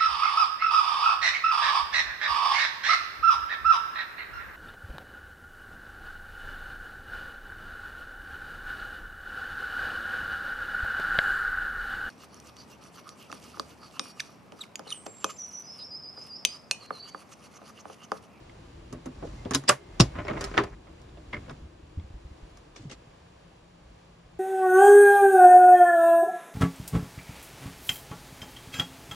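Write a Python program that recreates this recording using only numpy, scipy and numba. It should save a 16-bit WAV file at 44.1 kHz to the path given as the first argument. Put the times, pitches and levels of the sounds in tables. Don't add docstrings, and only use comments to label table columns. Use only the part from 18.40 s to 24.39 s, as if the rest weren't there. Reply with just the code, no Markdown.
import sys
import numpy as np
from scipy import signal
from scipy.fft import rfft, irfft
from scipy.io import wavfile
from scipy.ndimage import uniform_filter1d
from numba import njit

SR = 44100
rng = np.random.default_rng(int(sys.argv[2]) if len(sys.argv) > 2 else 0)


def wav_out(sig):
    wavfile.write(sys.argv[1], SR, np.round(np.clip(np.atleast_2d(sig).T, -1, 1) * 32767).astype(np.int16))


N = 264159

# start_s, level_db (of the 300-6000 Hz part of the mid)
AIR_LEVEL = [(0.0, -52), (1.23, -50), (1.37, -52.5), (1.63, -48.5), (2.1, -48.5), (2.3, -55), (3.02, -50.5),
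             (3.32, -54.5), (5.99, -55)]
# pitch_hz, gain_db
AIR_COLOUR = [(59, -42.5), (100, -13.5), (165, -8.5), (210, -19), (487, -12.5), (684, -15.5), (1200, -17),
              (1350, -21.5), (1650, -19.5), (1860, -22.5), (2620, -23.5), (7270, -31.5), (9500, -38),
              (12000, -46), (15600, -73.5), (22000, -120)]
# pitch_hz, side_gain_db
AIR_SIDE = [(60, -28), (110, -24), (190, -19), (350, -3), (630, -1.5), (1120, -4), (2020, -5), (3630, 0.5),
            (6530, -6.5), (11700, 22)]
# pitch_hz, width_hz, level_db, full_turn_change_db, left_minus_right_db
HUM = [(172, 14, -69, 10, 3.5), (333, 59, -58.5, -6.5, 12.5)]
# start_s, level_db
RUMBLE_LEVEL = [(0.0, -50.5), (.5, -43.5), (.65, -48), (.95, -37.5), (1.15, -48), (1.3, -60), (1.55, -44),
                (1.77, -38.5), (1.92, -40.5), (2.22, -41), (2.45, -49.5), (3.07, -42.5), (3.42, -51.5),
                (4.6, -52.5), (4.8, -55), (5.99, -52.5)]
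# pitch_hz, gain_db
RUMBLE_COLOUR = [(12, -38), (20, -17), (30, -10), (39, -2.5), (56, 0), (90, -5.5), (145, -7), (178, -12),
                 (300, -14), (390, -44), (660, -120)]
# start_s, part (name), panel_db, body_db, steel_db, half_rise_s, low_rattle_decay_s
KNOCKS = [ (.091, "stop", -49.5, -52, -59, 0.0021, 0.052), (.525, "handle", -42.5, -33, -41, 0.00056, 0.13),
          (.657, "handle", -42.5, -32, -42, 0.00041, 0.1), (.82, "card", -46, -31.5, -62, .003, .11),
          (.868, "skin", -54, -40, -55, 0.0028, 0.072), (1.0505, "rod", -56, -55, -42, .0003, .012),
          (1.053, "rod", -60, -27.5, -60, .002, 0.05), (1.108, "handle", -26.5, -28, -28, .0006, 0.077),
          (1.117, "spring", -33, -31, -48, .002, .03), (1.134, "spring", -32, -40, -27, 0.001, 0.08),
          (1.141, "spring", -30, -36, -26, .001, .05), (1.147, "handle", -23, -28, -14, .0004, 0.03),
          (1.148, "rod", -27, -45, -21, .0005, .04), (1.152, "spring", -26, -28, -21, .001, .045),
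          (1.236, "handle", -43, -42, -48, .0012, 0.015), (1.273, "pawl", -26, -30, -17, 0.006, 0.02),
          (1.2875, "bolt", -13.5, -24, -8.5, 0.0018, 0.03), (1.293, "latch", -12, -21, -10, .0008, 0.018),
          (1.297, "latch", -15, -22, -19, .0006, .015), (1.304, "bolt", -25, -30, -30, .002, .07),
          (1.313, "latch", -26, -39, -42, .004, .07), (1.595, "catch", -16, -16, -11, .003, .042),
          (1.604, "catch", -19, -24, -7.5, .0016, 0.027), (1.61, "catch", -21, -25, -17.5, .0007, 0.1),
          (1.754, "skin", -36.5, -37.5, -63, 0.00071, 0.2), (1.784, "skin", -33, -32, -60, .0015, .042),
          (1.8, "hinge", -38, -36, -60, .001, .04), (1.866, "hinge", -38, -40, -60, .002, .03),
          (1.975, "striker", -38, -40, -52, .001, .08), (1.847, "rod", -48, -33.5, -48, 0.0022, .02),
          (1.881, "hinge", -26, -31, -44, 0.0005, 0.04), (1.897, "latch", -31, -28, -56, .001, .04),
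          (1.907, "skin", -30, -28, -52, .001, 0.06), (1.932, "striker", -37, -34, -60, .002, .04),
          (1.951, "skin", -45, -32, -62, .001, .02), (2.007, "trim", -30, -34.5, -31, .0015, 0.1),
          (2.038, "trim", -33, -35.5, -28, .002, 0.09), (2.112, "rod", -38, -35.5, -54, 0.0015, 0.03),
          (2.138, "rod", -32, -33.5, -52, .0009, 0.16), (2.168, "striker", -24, -40, -42, 0.0023, .023),
          (2.1755, "striker", -11, -25, -34, 0.0009, 0.03), (2.184, "striker", -18, -25, -42, .001, .06),
          (2.196, "rod", -28.5, -27, -51, 0.002, .11), (2.235, "trim", -32.5, -31, -39, 0.00085, 0.065),
          (2.466, "skin", -50, -49, -67, 0.0021, 0.14), (2.615, "trim", -62, -65, -54, .001, .04),
          (2.69, "rod", -57, -65, -56, .001, .03), (2.769, "skin", -62, -44, -56, .002, 0.098),
          (2.923, "stop", -27, -36, -44, 0.005, 0.09), (2.941, "stop", -31, -38, -46, .002, .07),
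          (2.962, "stop", -37, -38, -58, .002, .08), (3.06, "hinge", -53, -55, -65, .0005, .02),
          (3.078, "card", -48, -43, -62, .002, .04), (3.092, "striker", -38, -41, -48, 0.002, 0.05),
          (3.105, "handle", -40, -41, -54, .002, .06), (3.596, "stop", -55, -53, -54, 0.00069, .03),
          (4.172, "handle", -51, -65, -48, 0.00027, .012)]
PARTS = {"handle": (255, 1101, 6400, 10500, -1, -6, -3.5), "rod": (405, 1506, 3299, 5500, -2, -13.5, 1.5),
         "latch": (574, 1152, 4893, 10500, -2, -14, -2.5), "catch": (348, 1051.5, 5320, 6800, 1.5, -5, 0.5),
         "hinge": (576, 2146, 4206, 7000, -1, -21, 4), "skin": (315.5, 1200, 2900, 4200, -8, -4, -4),
         "striker": (420, 1300, 3600, 6500, -2, -10.5, -3), "trim": (383, 1602, 5505, 9002, -11, -9.5, -2),
         "pawl": (500, 1900, 4900, 6200, 6, -14, -2.5), "bolt": (574, 1400, 7700, 10500, 1.5, -14, -2.5),
         "spring": (275, 1650, 6400, 7500, -5, -10, -3.5), "card": (480, 950, 2800, 3200, -4, -8, -2),
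         "stop": (291.5, 2090, 3301, 5500, 5, -6.5, -2)}
# pitch_hz, level_db, longest_t60_s
DOOR_MODES = [(115, 0, 0.051), (275, -8, .08), (333, -11.5, .5), (400, -10, 0.3), (600, -10, 0.2),
              (678, -10, .1), (802, -12, .08), (1042, -5, 0.18), (1152, -10, .1), (1285, -8, 0.15),
              (1450, -10, 0.09), (1647, -14, .09), (1800, -10, 0.13), (1916, -12, .15), (2093, -16, 0.2),
              (2242, -14, .15), (2430, -19, 0.11), (2690, -15, 0.1), (2910, -12, 0.1), (3250, -18, .12),
              (3470, -18, .1), (3690, -16, 0.1), (3910, -20, 0.14), (4140, -20, 0.1), (4800, -14, 0.1),
              (5195, -14, 0.06), (5355, -12, 0.09), (5850, -15, 0.07), (6240, -18, 0.07), (6510, -16, 0.09),
              (6990, -18, .07), (7700, -15, 0.08), (8250, -19, 0.1), (8900, -19, 0.07)]
# pitch_hz, side_gain_db
DOOR_SIDE = [(60, -17), (110, -29), (190, -24), (350, -12), (630, -2.5), (1120, -9.5), (2020, -9),
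             (3630, -4), (6530, -6.5), (11700, 21.5)]
BAND_EDGES_HZ = [700, 2500, 95, 200, 200, 700, 2500, 11000]
BAND_TAIL_S = [0.17, 0.07, 0.26, 0.15]
LONGEST_RING_S = [0.075, 0.08, 0.085, 0.045]
DENSE_DB = [0, 2.5, .5, 0]
# start_s, level_db, treble_db (against the level)
DRAG = [
    [(.75, -61.5, -4.5), (.87, -53.5, -1), (1.05, -57, -3)],
    [(1.7, -54, -33), (1.77, -41, -25), (1.83, -40, -21), (1.95, -38, -18), (2.05, -35, -11),
     (2.1, -42, -9), (2.17, -47, -5), (2.35, -54.5, -12)],
]
# start_s, end_s, pitch_hz, level_db
WHINES = [(1.36, 1.58, 400, -54), (1.324, 1.6, 2080, -60), (1.64, 1.75, 2200, -59), (.91, 1.03, 2100, -59)]
# start_s, level_db, first_hz, last_hz, t60_s
THUMPS = [(1.117, -27, 300, 265, .07), (1.152, -25, 290, 265, .09), (1.2935, -21, 230, 170, .028),
          (1.601, -7, 250, 115, .095), (1.599, -27, 58, 58, .4), (1.882, -28, 590, 570, .16),
          (2.182, -25, 380, 325, .16), (2.186, -26, 410, 400, .3), (2.205, -30, 140, 125, .08),
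          (2.93, -37, 330, 215, .2), (2.932, -38, 500, 480, .12), (2.98, -37, 110, 110, .12)]
# start_s, level_db, pitch_hz
THUDS = [(3.12, -37, 140), (3.218, -38, 70.3), (3.248, -41.5, 82), (3.43, -41.5, 75), (3.573, -25.5, 83.4),
         (3.638, -36.5, 64.6), (3.701, -39.5, 90), (3.739, -34.5, 53.2), (3.849, -36, 61.6),
         (3.91, -37.5, 67.3), (4.028, -37.5, 56.6), (4.393, -43, 310), (4.403, -41, 108), (4.43, -45, 260),
         (4.451, -34, 159.5), (4.47, -36, 132), (4.669, -44.5, 148)]
# start_s, level_db, length_s
SCUFFS = [(4.349, -52, .008), (4.359, -38.5, .016), (4.374, -46, .025), (4.40, -53, .08),
          (4.496, -39, .012), (4.51, -36, .028)]

PORT_LAG = 24
TURN_S = 4.51
BOOM_HZ = 135
LOW_FOCUS_DB = -1
MODE_SCATTER_DB = 3
DETUNE = .004
SNAP_DB = 7
WHINE_WIDTH_HZ = 45
SAG_S = .006
THUD_DECAY_S = 0.12
THUD_SLAP_DB = -13
STONE_LOW_HZ, STONE_HIGH_HZ = 900, 8200
STONE_S, STONE_DB = .0022, 2
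TOP_HZ = 11900


def undb(db):
    return 10 ** (np.asarray(db) / 20)


def unit(x):
    return x / np.sqrt(np.mean(x ** 2))


def band(x, lo, hi):
    return signal.sosfilt(signal.butter(2, [lo, hi], "band", fs=SR, output="sos"), x)


def colour(x, points):
    hz, db = np.transpose(points)
    f = np.fft.rfftfreq(x.shape[-1], 1 / SR) + 1
    curve = undb(np.interp(np.log(f), np.log(hz), db))
    return irfft(rfft(x) * curve, x.shape[-1])


def gain(table, column):
    rows = np.array(table)
    return undb(np.interp(np.arange(N) / SR, rows[:, 0], rows[:, column], left=-200, right=-200))


def walk(rate):
    hold = int(SR / rate)
    steps = np.repeat(rng.standard_normal(N // hold + 1), hold)
    slewed = uniform_filter1d(uniform_filter1d(steps, hold), hold)
    return unit(slewed[:N])


def stereo(mid, side, points, lean_db=0):
    side = side - 0.47 * np.roll(side, PORT_LAG)
    mid = mid + 0.028 * np.roll(mid, PORT_LAG)
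    lean = np.tanh(lean_db * np.log(10) / 40)
    side = colour(side + lean * mid, points)
    return np.array([mid + side, mid - side])


def add(out, sound, s):
    i = int(s * SR)
    out[..., i:i + sound.shape[-1]] += sound[..., :N - i]


def grit(size, spread_db):
    boost = np.minimum(rng.exponential(1, size), 5)
    return rng.standard_normal(size) * undb(spread_db * boost)


@njit
def ring(x, hz, size, t60):
    y = np.zeros(len(x))
    for k in range(len(hz)):
        turn, z = np.exp((2j * np.pi * hz[k] - np.log(1000) / t60[k]) / SR), 0j
        for i in range(len(x)):
            z = z * turn + x[i]
            y[i] += size[k] * z.imag
    return y


def air():
    mid, side = (colour(rng.standard_normal(N), AIR_COLOUR) for _ in range(2))
    scale = np.std(band(mid, 300, 6000))
    return stereo(mid, side, AIR_SIDE) / scale * gain(AIR_LEVEL, 1) * undb(.8 * walk(5.6))


def far_hum():
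    out = np.zeros((2, N))
    turn = np.clip(np.arange(N) / SR - TURN_S, 0, .2) / 0.22
    for hz, width, level_db, turn_db, lean_db in HUM:
        hum = unit(band(rng.standard_normal(N), hz - width / 2, hz + width / 2))
        sides_db = np.array([[lean_db], [-lean_db]]) / 2
        out = out + hum * undb(level_db + turn_db * turn + 2.0 * walk(0.69) + sides_db)
    return out


def low_rumble():
    rumble = unit(colour(rng.standard_normal(N), RUMBLE_COLOUR))
    return rumble * gain(RUMBLE_LEVEL, 1) * undb(0.83 * walk(4.3))


def blow(hz, db, t60, centre_hz, focus_db, half_rise_s, rattle_s, lo, hi, tail_s, dense_db, t):
    rattle_s = rattle_s * min(500 / lo, 1) ** 0.68
    rise_s = 2 * half_rise_s

    def fade(decay_s):
        return np.exp(-np.log(1000) * np.maximum(t - rise_s, 0) / decay_s)

    rise = np.minimum(t / rise_s, 1) ** 2
    snap = 1 + undb(SNAP_DB) * np.exp(-((t - rise_s) / (0.15 * half_rise_s + .0002)) ** 2)
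    contact = grit(len(t), 3.4) * rise * fade(rattle_s) * snap

    near_db = -7.5 * np.abs(np.log2(hz / centre_hz))
    mode_hz = hz * (1 + DETUNE * rng.standard_normal(len(hz)))
    mode_db = db + near_db + MODE_SCATTER_DB * rng.standard_normal(len(hz))
    modes = ring(contact, mode_hz, undb(mode_db), t60)

    wash = grit(len(t), 3.1) * rise * (fade(1.5 * rattle_s) + undb(-15) * fade(tail_s))
    dense = band(wash + 0.4 * contact, max(lo, centre_hz / 2.1), min(hi, 1.9 * centre_hz))
    focus = band(contact, centre_hz / 1.045, centre_hz * 1.045)
    return unit(band(modes, lo, hi)) + undb(dense_db) * unit(dense) + undb(focus_db) * unit(focus)


def door_blows():
    hz, db, t60 = np.transpose(DOOR_MODES) * 1.
    t = np.arange(SR // 5) / SR
    out, lean = np.zeros((2, N)), np.zeros(N)
    edges = np.reshape(BAND_EDGES_HZ, (4, 2))
    for s, part, panel_db, body_db, steel_db, half_rise_s, rattle_s in KNOCKS:
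        body_hz, panel_hz, steel_hz, top_hz, focus_db, boom_db, lean_db = PARTS[part]
        centres = panel_hz, BOOM_HZ, body_hz, steel_hz
        levels_db = panel_db, body_db + boom_db, body_db, steel_db
        focuses_db = focus_db, LOW_FOCUS_DB, LOW_FOCUS_DB, focus_db
        soften = signal.butter(2, 1.5 * top_hz, fs=SR, output="sos")
        for (lo, hi), peak_db, centre_hz, sharp_db, tail_s, ring_s, dense_db in zip(
                edges, levels_db, centres, focuses_db, BAND_TAIL_S, LONGEST_RING_S, DENSE_DB):
            hi = min(hi, top_hz)
            use = (hz >= lo) & (hz < hi)
            modes = hz[use], db[use], np.minimum(t60[use], ring_s)
            mid_side = np.array([
                blow(*modes, centre_hz, sharp_db, half_rise_s, rattle_s, lo, hi, tail_s, dense_db, t)
                for _ in range(2)])
            mid_side = signal.sosfilt(soften, mid_side)
            power = uniform_filter1d(mid_side[0] ** 2, int(SR * (0.0097 + 1 / lo)))
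            add(out, mid_side * undb(peak_db) / np.sqrt(power.max()), s)
        lean[int(s * SR):] = lean_db
    return stereo(*out, DOOR_SIDE, lean)


def seal_drag():
    hz, db, t60 = np.transpose([m for m in DOOR_MODES if 300 < m[0] < 2500]) * 1.
    out, skin = 0, []
    for _ in range(2):
        slips = grit(N, 6.2) * undb(4.6 * walk(60.0))
        rub = unit(band(band(slips, 250, 1900), 150, 2800))
        ringing = unit(ring(slips, hz, undb(db), np.minimum(t60, .12)))
        skin.append(unit(rub + 1.1 * ringing))
    hiss = np.array([unit(band(grit(N, 4.8), 3400, 7000)) for _ in range(2)])
    for table in DRAG:
        out = out + gain(table, 1) * (np.array(skin) + gain(table, 2) * hiss)
    return stereo(*out, DOOR_SIDE)


def whines():
    out = np.zeros((2, N))
    for start, end, hz, level_db in WHINES:
        size = int((end - start) * SR)
        noise = rng.standard_normal((2, SR // 2))
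        tone = unit(band(noise, hz - WHINE_WIDTH_HZ / 2, hz + WHINE_WIDTH_HZ / 2))
        tone = tone[:, -size:]
        add(out, undb(level_db) * tone * signal.windows.tukey(size, .4), start)
    return stereo(*out, DOOR_SIDE)


def thumps_and_footfalls():
    out, t = np.zeros((2, N)), np.arange(SR // 4) / SR
    footfalls = [(s, level_db, hz, hz, THUD_DECAY_S) for s, level_db, hz in THUDS]
    for s, level_db, first_hz, last_hz, t60 in THUMPS + footfalls:
        sag_cycles = (first_hz - last_hz) * SAG_S * (1 - np.exp(-t / SAG_S))
        tone = np.sin(2 * np.pi * (last_hz * t + sag_cycles))
        slap = unit(band(rng.standard_normal(len(t)), 1.4 * last_hz, 2.74 * last_hz))
        attack = 1 - np.exp(-t * first_hz / .32)
        thud = (tone + undb(THUD_SLAP_DB) * slap) * attack * np.exp(-np.log(1000) * t / t60)
        loudest = np.sqrt(uniform_filter1d(thud ** 2, SR // 100).max())
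        add(out, undb(level_db) * thud / loudest * np.ones((2, 1)), s)
    return out


def stones(length_s, t, count=24):
    when, pitch, size = rng.random((3, count, 1))
    hz = STONE_LOW_HZ * (STONE_HIGH_HZ / STONE_LOW_HZ) ** pitch
    late = t - 1.5 * length_s * when
    clicks = np.exp(-(late / STONE_S) ** 2) * np.sin(2 * np.pi * hz * late)
    return np.sum(undb(-14 * size) * clicks, axis=0)


def scuffs():
    out, t = np.zeros((2, N)), np.arange(SR // 4) / SR
    for s, level_db, length_s in SCUFFS:
        shape = (1 - np.exp(-t / 0.002)) * np.exp(-(t / length_s) ** 2)
        crunch = unit(band(band(grit((2, len(t)), 3.0), 800, 8600), 300, 9000))
        crunch = crunch + 0.6 * unit(band(grit(len(t), 3.2), 200.0, 560))
        crunch = crunch + undb(STONE_DB) * stones(length_s, t) * [[1], [.7]]
        add(out, undb(level_db) * shape * crunch, s)
    return out


def scene():
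    yard = air() + far_hum() + low_rumble()
    door = door_blows() + seal_drag() + whines()
    return yard + door + thumps_and_footfalls() + scuffs()


def record(dry):
    dull = colour(dry, [(20, -2), (7600, -9), (8400, -14), (11000, -14.5), (11600, -31.5)])
    rounded = np.tanh(0.81 * dull) / 0.77
    return signal.sosfilt(signal.ellip(8, .2, 70, TOP_HZ, fs=SR, output="sos"), rounded)


dry = scene()
out = record(dry)
wav_out(out)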